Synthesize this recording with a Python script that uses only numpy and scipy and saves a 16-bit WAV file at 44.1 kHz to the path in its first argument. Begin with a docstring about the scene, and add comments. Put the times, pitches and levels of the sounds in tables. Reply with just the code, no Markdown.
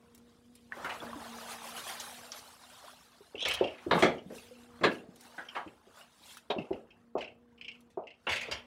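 """On a canal, beside a quay: a boat's hydraulic crane lifts its grab out of the water, which gushes and drains.
The water is bubbles and patchy noise in two bands; splashes, plops and drips are noise bursts and sine bubbles.
The grab clanks and scrapes, the arm knocks and chain links rattle: decaying sines and dense rings of noise.
The hydraulic pump hums in three harmonics over a throbbing engine rumble, and the quay walls answer faintly.
A small microphone takes it all in, thin in the deep bass."""
import sys
import numpy as np
from scipy import signal
from scipy.fft import rfft, irfft, next_fast_len
from scipy.io import wavfile
from scipy.ndimage import uniform_filter1d, map_coordinates

SR = 44100
rng = np.random.default_rng(int(sys.argv[2]) if len(sys.argv) > 2 else 0)


def dump_mix(stems):
    """Bounce the given channels to the path in sys.argv[1] as a 16-bit WAV at rate SR."""
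    frames = np.atleast_2d(stems).T  # one column per channel
    limited = np.clip(frames, -1, 1)  # hard clip at full scale
    pcm = np.round(limited * 32767).astype(np.int16)
    wavfile.write(sys.argv[1], SR, pcm)


N = 381906

# Spectrum of fine spray and drips. Each row: frequency in Hz, density in dB per Hz.
SPRAY_SPECTRUM = [(800, -15), (2200, 1), (3300, 4), (5000, -0.5), (7000, -3), (10000, -1), (13000, -6),
                  (16000, -10)]


def water():
    """Streams plunge in as bubbles, their spray lands as tiny ringing drops; both surge together."""
    # Spectrum of the plunging water. Each row: frequency in Hz, density in dB per Hz.
    gush_spectrum = [(60, -39.5), (200, -14.5), (400, -16), (700, -6), (1050, -4.5), (1600, -3.5),
                     (2400, -11), (3300, -12.5), (5000, -26), (12000, -44.5)]
    gush_db, spray_db = flow()
    surge = wobble(19)
    plunge = bubbles(1000, .5, 45, 2, count=3500, size=1400) + 1.5 * rush(patchy_db=2.8)
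    drops = bubbles(7000, .4, 160, 2.5, count=5000, size=1000) + 2.2 * rush(patchy_db=3.8)
    gush = unit(colour(plunge, lambda hz: along(gush_spectrum, hz)))
    gush = gush * amp(gush_db - 1 + 1.4 * surge)
    spray = unit(colour(drops, lambda hz: along(SPRAY_SPECTRUM, hz)))
    spray = spray * amp(spray_db + 4.0 + 1.97 * surge)
    # the finest mist, around 11 kHz and up, gains an extra 0.14 dB for each dB of spray
    mist = colour(spray, lambda hz: -40 * (1 - above(hz, 11000)) ** 4)
    mist_gain = amp(0.14 * (spray_db - spray_db.max()))
    return gush + spray + mist * (mist_gain - 1)


def flow():
    """Levels of gush and spray in dB: the lifted grab pours and drains, waves swell and sink, the canal laps."""
    # Waves thrown up by the grab and the arm. Each row: crest in seconds, gush level in dB,
    # spray level in dB, rise in seconds, fall of the gush in seconds.
    waves = [(.3, -74, -88.5, 0.44, 0.21), (2.86, -56.5, -63, 0.22, .3), (3.52, -47, -66, 0.18, 0.32),
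             (3.98, -45, -57.5, 0.16, 0.13), (4.36, -60, -60.5, 0.075, 0.36), (4.75, -60, -76, .3, 0.34),
             (4.93, -71, -63.5, .15, 0.098), (5.21, -73.5, -65, 0.1, 0.42), (5.33, -57.5, -71, 0.32, 0.9),
             (5.62, -51, -90, 0.17, 0.063), (5.97, -55.5, -62.5, 0.1, 0.17), (6.33, -61, -59, 0.29, 0.097),
             (6.7, -62, -79.5, 0.46, 0.45), (8.33, -62, -64, 0.11, 0.22), (8.48, -53, -74, 0.23, 0.25)]
    # Lapping of the canal underneath. Each row: time in seconds, gush level in dB, spray level in dB.
    lapping = [(0, -69, -78), (.6, -79, -76), (6.3, -77, -85.5), (7.3, -78, -96), (7.7, -71.5, -83.5),
               (8.1, -81.5, -95.5)]
    break_s, clear_s, attack_s = 0.669, 1.884, 0.086  # the grab breaks the surface, then hangs clear of it
    gush_clear_db, spray_clear_db = -47.5, -50.5  # the pour as the grab comes clear
    spray_grows, gush_drains, spray_drains = 11.5, 15.5, 16  # dB per second
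    wave_depth_db = 18  # a wave's climb over its rise time and its drop over its fall time
    spray_lingers = 1.29  # the spray's fall time over the gush's

    t = np.arange(N) / SR
    opening = np.clip((t - break_s) / attack_s, 0, 1) ** 2
    rising = np.maximum(clear_s - t, 0)
    draining = np.maximum(t - clear_s, 0)
    # the higher the grab, the farther the water falls and the more of it turns to spray
    pour_gush_db = gush_clear_db - gush_drains * draining
    pour_spray_db = spray_clear_db - spray_grows * rising - spray_drains * draining
    pour = opening * amp([pour_gush_db, pour_spray_db])
    power = pour ** 2 + amp(curves(lapping)) ** 2
    for s, gush_db, spray_db, rise, fall in waves:
        first = max(round((s - 2 * rise) * SR), 0)
        near = slice(first, round((s + 2 * fall * spray_lingers) * SR))
        before = np.maximum(s - t[near], 0) / rise
        after = np.maximum(t[near] - s, 0) / fall
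        wave_gush_db = gush_db - wave_depth_db * (before + after)
        wave_spray_db = spray_db - wave_depth_db * (before + after / spray_lingers)
        power[:, near] += amp([wave_gush_db, wave_spray_db]) ** 2
    return 10 * np.log10(power)


def splashes():
    """Slabs of water slap down, big single bubbles plop and drips tick."""
    # Slabs slapping the surface. Each row: start in seconds, level in dB, centre in Hz,
    # base time to fall 60 dB in seconds.
    slaps = [(0.766, -46, 764, 0.45), (0.843, -35.5, 1680, 0.25), (0.892, -38, 2280, 0.25),
             (1.02, -42, 815, 0.19), (1.773, -46, 1703, 0.21), (1.885, -45.5, 1970, 0.47),
             (2, -43, 6470, 0.15), (2.316, -47.5, 4160, 0.22)]
    # Single bubbles and drops. Each row: start in seconds, relative level in dB, starting pitch in Hz,
    # life in cycles of that pitch.
    plops = [(.722, -24.5, 1700, 23), (1.003, -41, 3400, 130), (1.043, -35.5, 210, 7.7),
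             (1.131, -29, 1070, 18), (1.158, -38, 283, 34), (2, -30, 6300, 44), (2.319, -30, 5560, 64),
             (2.84, -46.5, 592, 32), (3.206, -46.5, 406, 24), (4.261, -30, 195, 5), (4.51, -46, 498, 75),
             (5.088, -38, 193, 6.6), (6.37, -38.5, 1310, 19)]
    # Drips landing near the boat. Each row: start in seconds, relative level in dB.
    drips = [(.1473, -41.5), (.177, -47), (0.5524, -41.5), (3.483, -23.5), (3.5367, -26.5), (5.1577, -44.5),
             (5.2083, -39.5), (6.3697, -36.5), (7.8054, -51.5)]
    out, t = np.zeros(N), event_time()
    for s, db, centre_hz, t60 in slaps:
        # a slap traps bubbles around one size: a gentle slope below their pitch, a steep one above
        band = lambda hz: -4 * np.abs(np.log2((hz + 1) / centre_hz)) - 20 * above(hz, 1.81 * centre_hz)
        add(out, s, amp(db) * dense_ring(band, t60, rise=0.0032, ripple_db=5.5))
    for s, db, pitch_hz, cycles in plops:
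        add(out, s, amp(db + 1.5) * bubble(t, pitch_hz, cycles, glide=0.043))
        # the water around the bubble fizzes at the same pitch
        near_pitch = lambda hz: -45 * np.abs(np.log((hz + 1) / pitch_hz))
        add(out, s, amp(db - 18.5) * dense_ring(near_pitch, t60=0.087, rise=0.0026, ripple_db=15))
    for s, db in drips:
        bright = lambda hz: along(SPRAY_SPECTRUM, hz) + 10 * above(hz, 4200)
        add(out, s, amp(db - 14.5) * dense_ring(bright, t60=0.096, rise=.0008, ripple_db=8))
    return out


def grab():
    """The tines crash together: a dense clang, coloured by the struck part, with clear modes left ringing."""
    # Blows of steel on the grab. Each row: start in seconds, relative level in dB, boom in dB, edge in dB,
    # rise in seconds, base time to fall 60 dB in seconds, pitch of the struck part in Hz, its boost in dB.
    blows = [(3.910, -21.5, -10.5, -19, 0.00094, 0.26, 4000, 14.5),
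             (3.941, -25.5, 1, -12, 0.0062, 0.18, 175, 12), (3.975, -29, -2, -6, .004, 0.19, 1100, 20.5),
             (4.022, -19.5, -0.5, 0.5, 0.0024, 0.28, 3000, -1), (4.300, -43, 6, -23, 0.0013, 0.24, 500, 9),
             (4.809, -35, 7.5, -14, 0.0016, 0.58, 780, 5), (4.833, -20.5, -10, -4, 0.0049, 0.18, 3830, 7),
             (4.848, -23, 6, 0, 0.003, .17, 316, 7), (4.864, -33, -7, -8, 0.0031, 0.26, 1620, 19.5),
             (5.378, -39.5, -13.5, -14, 0.0035, 0.24, 1550, 12.5),
             (5.546, -40.5, -22, -2, 0.01, 0.13, 1600, 0), (5.556, -33, -21, -9, 0.0097, 0.22, 966, 6.5),
             (6.499, -34, -4, 5.5, 0.006, 0.13, 3480, 13), (6.582, -34, 26, -4, 0.0044, 0.12, 128, 5),
             (8.267, -30.5, -17.5, -16, 0.0031, 0.26, 2740, 14)]
    # Modes of the grab. Each row: frequency in Hz, relative level in dB,
    # time to fall 60 dB in seconds for a blow of 0.3 s.
    grab_modes = [(172.2, -13.5, .28), (254.5, 4, 0.33), (344.3, 5.5, 0.23), (416, -4, 0.22),
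                  (573, -3, 0.43), (693.5, -1, 0.24), (870, -7.5, 0.099), (992, -6, 0.13),
                  (1450, -13, 0.17), (1648, -1.5, 0.31), (1886, -4.5, 0.22), (2169, -2.5, 0.23),
                  (2640, -8.5, 0.28), (2880, -7, 0.11), (3280, -6.5, 0.14), (3800, -10, 0.1),
                  (4180, -12, 0.24), (5262, -14.5, 0.083), (5760, -29, 0.13)]
    # Spectrum of the clang before each blow's tilt. Each row: frequency in Hz, density in dB per Hz.
    clang_spectrum = [(30, -43), (70, -20), (170, -0.5), (420, 1.5), (1000, -5.5), (1400, -5.5),
                      (2000, -7.5), (2500, -9), (3300, -10.5), (4500, -20), (6500, -27), (10000, -35.5),
                      (16000, -51)]
    out = np.zeros(N)
    for s, db, boom_db, edge_db, rise, t60, part_hz, part_db in blows:
        part = lambda hz: part_db * np.exp(-(np.log((hz + 1) / part_hz) / 0.26) ** 2)
        tilt = lambda hz: boom_db * (1 - above(hz, 480)) + edge_db * above(hz, 2100) + part(hz)
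        clang = dense_ring(lambda hz: along(clang_spectrum, hz) + tilt(hz), t60, rise, ripple_db=8)
        # a tight contact damps the modes as it damps the clang
        struck = [(hz, level + tilt(hz), life * t60 / 0.3) for hz, level, life in grab_modes]
        modes = clear_ring(struck, rise, scatter_db=0.5)
        add(out, s, amp(db - 0.5) * clang + amp(db - 8.5) * modes)
    return out


def scrapes():
    """Sliding steel catches and slips, so its ring chatters; its resonances shift as the contact moves."""
    # Steel sliding and rattling on steel, and a hard chain clink at 7.18 s. Each row: start in seconds,
    # relative level in dB, treble tilt in dB, base time to fall 60 dB in seconds.
    contacts = [(3.451, -32, -11, 0.65), (3.479, -38, 8.5, .15), (3.509, -34.5, 8, 0.17),
                (3.537, -38, 15, .15), (3.78, -52, -14, 0.18), (3.987, -40.5, 14.5, 0.39),
                (7.179, -49.5, 1, 0.18), (7.211, -45.5, -7, 0.25), (7.9, -67.5, 12, 0.25),
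                (8.290, -32.5, -3, 0.65), (8.317, -32, 1, 0.35), (8.357, -35, 2.5, 0.18),
                (8.408, -37.5, 1.5, 0.32), (8.511, -32, -3.5, 0.27)]
    # Spectrum of a contact before its treble tilt. Each row: frequency in Hz, density in dB per Hz.
    contact_spectrum = [(30, -20.5), (70, 0), (300, -23), (520, -2.5), (750, -10), (1400, -6.5),
                        (2200, 1.5), (3200, 0), (4000, -7), (6500, -14.5), (10000, -22), (16000, -38)]
    out = np.zeros(N)
    for s, db, treble_db, t60 in contacts:
        shape = lambda hz: along(contact_spectrum, hz) + treble_db * above(hz, 5600)
        add(out, s, amp(db) * dense_ring(shape, t60, rise=0.0023, ripple_db=6))
    chatter = amp(0.57 * wobble(160) - 1)
    return patches(out, patchy_db=2.5) * chatter


def arm():
    """Play in the joints knocks the hollow arm; harder knocks wake the higher modes."""
    # Knocks. Each row: start in seconds, relative level in dB, hardness in dB, nominal pitch of the knock in Hz.
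    knocks = [(3.344, -38, -14, 444), (3.424, -41.5, 1.5, 635), (3.455, -37.5, -3.5, 654),
              (3.609, -18, -1, 365), (3.863, -30, -24, 310), (4.025, -16.5, -7, 365),
              (5.661, -41.5, -46, 251), (5.868, -52.5, -10, 380), (6.501, -25, 15.5, 459),
              (6.563, -30, 0.5, 390), (6.706, -25, -9, 381), (7.152, -23, 5.5, 373),
              (7.972, -28.5, 8, 358.6), (8.484, -39, -16, 556)]
    # Modes of the arm, stretched halfway, in octaves, towards each knock's pitch. Each row: frequency in Hz,
    # relative level in dB, time to fall 60 dB in seconds.
    arm_modes = [(390, 7.5, 0.066), (445, -17, 0.069), (533, -1, 0.043), (677.4, -14, 0.25),
                 (840, -18, 0.12), (1050, -29, 0.029)]
    # Spectrum of the hollow boom before its tilt. Each row: frequency in Hz, density in dB per Hz.
    hollow_spectrum = [(30, -32), (70, -7), (140, -11.5), (220, -4.5), (370, 1), (680, 3), (900, -7),
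                       (1250, -19), (1700, -40.5), (5000, -66.5)]
    out = np.zeros(N)
    for s, db, hard_db, nominal_hz in knocks:
        stretch = np.sqrt(nominal_hz / arm_modes[0][0])
        tilt = lambda hz: hard_db * above(hz, 710)
        struck = [(hz * stretch, level + tilt(hz), t60) for hz, level, t60 in arm_modes]
        knock = clear_ring(struck, rise=.0025, scatter_db=1)
        thud = lambda hz: -.7 * max(hard_db + 4, -6) * (1 - above(hz, 150))  # soft knocks carry more bass
        shape = lambda hz: along(hollow_spectrum, hz) + 1.2 * tilt(hz) + thud(hz)
        boom = dense_ring(shape, t60=0.24, rise=0.0015, ripple_db=-2.5)
        add(out, s, amp(db - 4.5) * knock + amp(db - 8) * boom)
    return out


def chain():
    """Each link rings briefly in its resonances, at its own pitch."""
    # Modes of a link, shifted to each contact's pitch. Each row: frequency in Hz, width in Hz,
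    # relative level in dB.
    link_modes = [(2199, 210, 0.5), (2721, 290, 11.5), (3100, 240, -1.5), (4470, 520, -16.5),
                  (5175, 540, -13.5), (6340, 400, -24.5), (7820, 340, -22.5)]
    out = np.zeros(N)
    for s, db, pitch_hz in clinks(run_count=6, rebound_count=3):
        stretch = pitch_hz / link_modes[1][0]  # the second mode, the strongest, sets the pitch
        peak = lambda hz, centre, width: 1 / (1 + ((hz - centre * stretch) / (width / 2)) ** 2)
        link = lambda hz: 20 * np.log10(sum(amp(level) * peak(hz, centre, width)
                                            for centre, width, level in link_modes))
        add(out, s, amp(db - 9) * dense_ring(link, t60=0.09, rise=0.0014, ripple_db=7.5))
        add(out, s, amp(db - 21.5) * dense_ring(link, t60=0.25, rise=0.0084, ripple_db=7.0))
    return out


def clinks(run_count, rebound_count):
    """Rows (s, dB, Hz) of link contacts: one quickening run, then tugs that rebound; a taut chain rings higher."""
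    # Tugs on the chain. Each row: start in seconds, relative level in dB, loss per rebound in dB.
    tugs = [(3.4498, -21.5, 11), (3.5887, -33.5, 16), (3.638, -27.5, 7.5), (3.7435, -46, 12),
            (4.1806, -43.5, 21), (4.3808, -42.5, 18), (4.5501, -51.5, 5), (4.914, -35, 7),
            (5.485, -35.5, 16), (5.675, -47, 24), (6.0082, -46, 10), (6.5822, -31.5, 11), (6.728, -42, 14),
            (6.9047, -50, 22), (7.2071, -32.5, 4), (7.2238, -40, 18), (7.611, -34, 3), (7.6804, -31.5, 8),
            (8.0701, -39.5, 5.5)]
    run_s, taut_s, slack_s = 3.352, 3.422, 3.72  # the run starts, the chain is taut, it is slack again
    start_db, end_db, quickens = -35.5, -25.5, 0.59  # an exponent below 1 makes the run quicken
    link_hz, taut_rise_hz, scatter_hz = 2723, 616, 50
    rebound_s = .034  # between a link's contacts
    progress = np.linspace(0, 1, run_count)
    run_times = run_s + (taut_s - run_s) * progress ** quickens
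    run = np.column_stack([run_times, start_db + (end_db - start_db) * progress])
    pulls = [(s + k * rebound_s, db - k * loss_db) for s, db, loss_db in tugs for k in range(rebound_count)]
    ticks = [(s - rebound_s, db - 18) for s, db, _ in tugs]  # a tick takes up the slack before each tug
    s, db = np.vstack([run, pulls, ticks]).T
    tension = np.interp(s, [run_s, taut_s, slack_s], [0, 1, 0])
    return zip(s, db, link_hz + taut_rise_hz * tension + scatter_hz * rng.standard_normal(len(s)))


def machinery():
    """The pump's pistons hum in a few harmonics over the throbbing engine."""
    # Pitch of the pump before its flutter. Each row: time in seconds, frequency in Hz.
    pump_pitch = [(0, 239), (.75, 237.8), (1.2, 234.5), (1.7, 233.1), (2.2, 241.2), (3, 244.9), (5, 238),
                  (7, 235.6), (8.66, 240.6)]
    # Relative level of the hum as heard. Each row: time in seconds, level in dB.
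    hum_level = [(0, -64.5), (.7, -67.5), (1.05, -52), (1.4, -58.5), (1.7, -64.5), (2.2, -66.5), (2.8, -75),
                 (3.75, -75), (4.1, -56.5), (4.4, -63.5), (4.8, -60.5), (5.4, -74), (6.4, -78), (6.9, -72),
                 (7.85, -67), (8.15, -86), (8.35, -65), (8.66, -65)]
    # Spectrum of the engine rumble. Each row: frequency in Hz, density in dB per Hz.
    engine_spectrum = [(25, -19.5), (42, -5.5), (58, -2), (90, 0.5), (130, -4), (200, -1), (450, -8.5),
                       (750, -17.5), (1500, -24.5), (4000, -41.5)]
    pitch_hz, = curves(pump_pitch)
    hum_db, = curves(hum_level)
    rumble_db = -68 + 0.53 * (hum_db - hum_db.mean())  # the rumble swells and sinks partly with the hum
    phase = 2 * np.pi * np.cumsum(pitch_hz * (1 + 0.0097 * wobble(22))) / SR
    hum = sum(amp(db + 2.8 * wobble(12)) * np.sin(k * phase) for k, db in enumerate([0, -7, -20], 1))
    firing_hz = 29
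    throb = 1 + .5 * np.sin(2 * np.pi * firing_hz * np.arange(N) / SR)
    rumble = unit(colour(rng.standard_normal(N) * throb, lambda hz: along(engine_spectrum, hz)))
    return amp(hum_db + 3.0) * unit(hum) + amp(rumble_db + 0.92 * wobble(13)) * rumble


def quay(x):
    """A diffuse answer from the hull and the canal walls: decaying noise that starts 20 ms late."""
    # Decay of the answer. Each row: frequency in Hz, time to fall 60 dB in seconds.
    wall_decay = [(200, 1), (2000, 0.36), (10000, 1)]
    hz, t, z = signal.stft(rng.standard_normal(SR), SR, nperseg=256)
    decay = amp(-60 * t / along(wall_decay, hz)[:, None])
    tail = signal.istft(z * decay, SR, nperseg=256)[1]
    return signal.fftconvolve(x, np.pad(tail, (SR // 50, 0)) / np.linalg.norm(tail))[:N]


def dense_ring(gain_db, t60, rise, ripple_db):
    """A crowd of overlapping modes, some stronger than their neighbours; the treble dies sooner."""
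    # Damping of the ring. Each row: frequency in Hz, ring time as a share of t60.
    damping = [(100, 1.05), (500, 1.46), (1200, 0.95), (3000, 0.91), (6000, 0.67), (12000, 0.52)]
    t = event_time()
    hz, when, z = signal.stft(rng.standard_normal(len(t)), SR, nperseg=256)
    decay = amp(-60 * when / (t60 * along(damping, hz)[:, None]))
    ring = signal.istft(z * decay, SR, nperseg=256)[1][:len(t)]
    ripple = ripple_db * np.tanh(rng.standard_normal(len(hz))) * above(hz, 810)
    ring = colour(ring, lambda f: gain_db(f) + np.interp(f, hz, ripple))
    return crest(ring * (1 - np.exp(-(t / rise) ** 2)))


def clear_ring(modes, rise, scatter_db):
    """Separate modes, decaying sines struck at new strengths each time."""
    t = event_time()
    hz, db, t60 = np.transpose(modes)[:, :, None]
    size = amp(db + scatter_db * rng.standard_normal(hz.shape) - 60 * t / t60)
    tones = size * np.sin(2 * np.pi * (hz * t + rng.random(hz.shape)))
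    return crest(np.sum(tones, axis=0) * (1 - np.exp(-(t / rise) ** 2)))


def bubble(t, hz, cycles, glide):
    """A bubble rings for some cycles and rises in pitch as it nears the surface."""
    age = t * hz / cycles
    tone = np.sin(2 * np.pi * hz * t * (1 + glide * np.minimum(age, 1)))
    return tone * amp(-60 * age) * (1 - np.exp(-2 * hz * t))


def bubbles(centre_hz, spread, cycles, size_db, count, size):
    """A cloud of bubbles of random pitch and strength, rms 1; each lasts size samples."""
    start = rng.integers(0, N, count)[:, None]
    hz = np.minimum(centre_hz * np.exp(spread * rng.standard_normal((count, 1))), SR / 3)
    strength = amp(size_db * np.minimum(rng.exponential(size=(count, 1)), 4))
    k = np.arange(size)
    cloud = strength * bubble(k / SR, hz, cycles, glide=.025)
    return unit(np.bincount((start + k).ravel(), cloud.ravel())[:N])


def rush(patchy_db):
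    """Patchy noise of rms 1, like countless unresolved bubbles."""
    return unit(patches(rng.standard_normal(N), patchy_db))


def patches(x, patchy_db):
    """Let x swell and sink in narrow, short patches of time and frequency."""
    z = signal.stft(x, nperseg=512)[2]
    patch = np.outer(np.hanning(7), np.hanning(11))
    field = signal.convolve2d(rng.standard_normal(z.shape), patch, "same")
    return signal.istft(z * amp(patchy_db * unit(field)), nperseg=512)[1][:N]


def amp(db):
    """Decibels to gain."""
    return 10 ** (np.asarray(db) / 20)


def unit(x):
    """Scale to rms 1."""
    return x / np.sqrt(np.mean(x ** 2) + 1e-20)


def crest(x):
    """Scale so that the loudest few milliseconds have rms 1."""
    return x / np.sqrt(uniform_filter1d(x ** 2, size=400).max() + 1e-20)


def along(points, hz):
    """Read (Hz, value) points off a log frequency axis."""
    f, v = np.transpose(points)
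    return np.interp(np.log(hz + 1), np.log(f + 1), v)


def curves(rows):
    """One value per sample for each column after the time."""
    s, *cols = np.transpose(rows)
    return [np.interp(np.arange(N) / SR, s, c) for c in cols]


def wobble(rate):
    """A smooth random curve, rate knots a second."""
    return map_coordinates(rng.standard_normal(2048), [np.arange(N) * rate / SR], mode="wrap")


def colour(x, gain_db):
    """Filter x by a dB function of frequency."""
    m = next_fast_len(len(x) + 4096)
    return irfft(rfft(x, m) * amp(gain_db(np.fft.rfftfreq(m, 1 / SR))), m)[:len(x)]


def above(hz, edge_hz):
    """A smooth step from 0 to 1 around an edge frequency."""
    return hz ** 4 / (hz ** 4 + edge_hz ** 4)


def add(track, s, sound):
    """Mix a sound into the track at time s."""
    part = track[max(round(s * SR), 0):][:len(sound)]
    part += sound[:len(part)]


def event_time():
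    """The time axis of one event, half a second long."""
    return np.arange(SR // 2) / SR


def scene():
    """Steelwork, water and machinery on the open canal."""
    steel = grab() + scrapes() + arm() + chain()
    return (steel + amp(-30.0) * quay(steel) + water() + splashes() + machinery())[None]


def record(dry):
    """The small microphone loses the deep bass below 48 Hz; the recorder cuts off sharply at 15.79 kHz."""
    thin = signal.sosfilt(signal.butter(4, 48, "highpass", fs=SR, output="sos"), dry)
    return np.array([colour(x, lambda hz: -120 * (hz > 15790)) for x in thin])


dry = scene()
out = record(dry)
dump_mix(out)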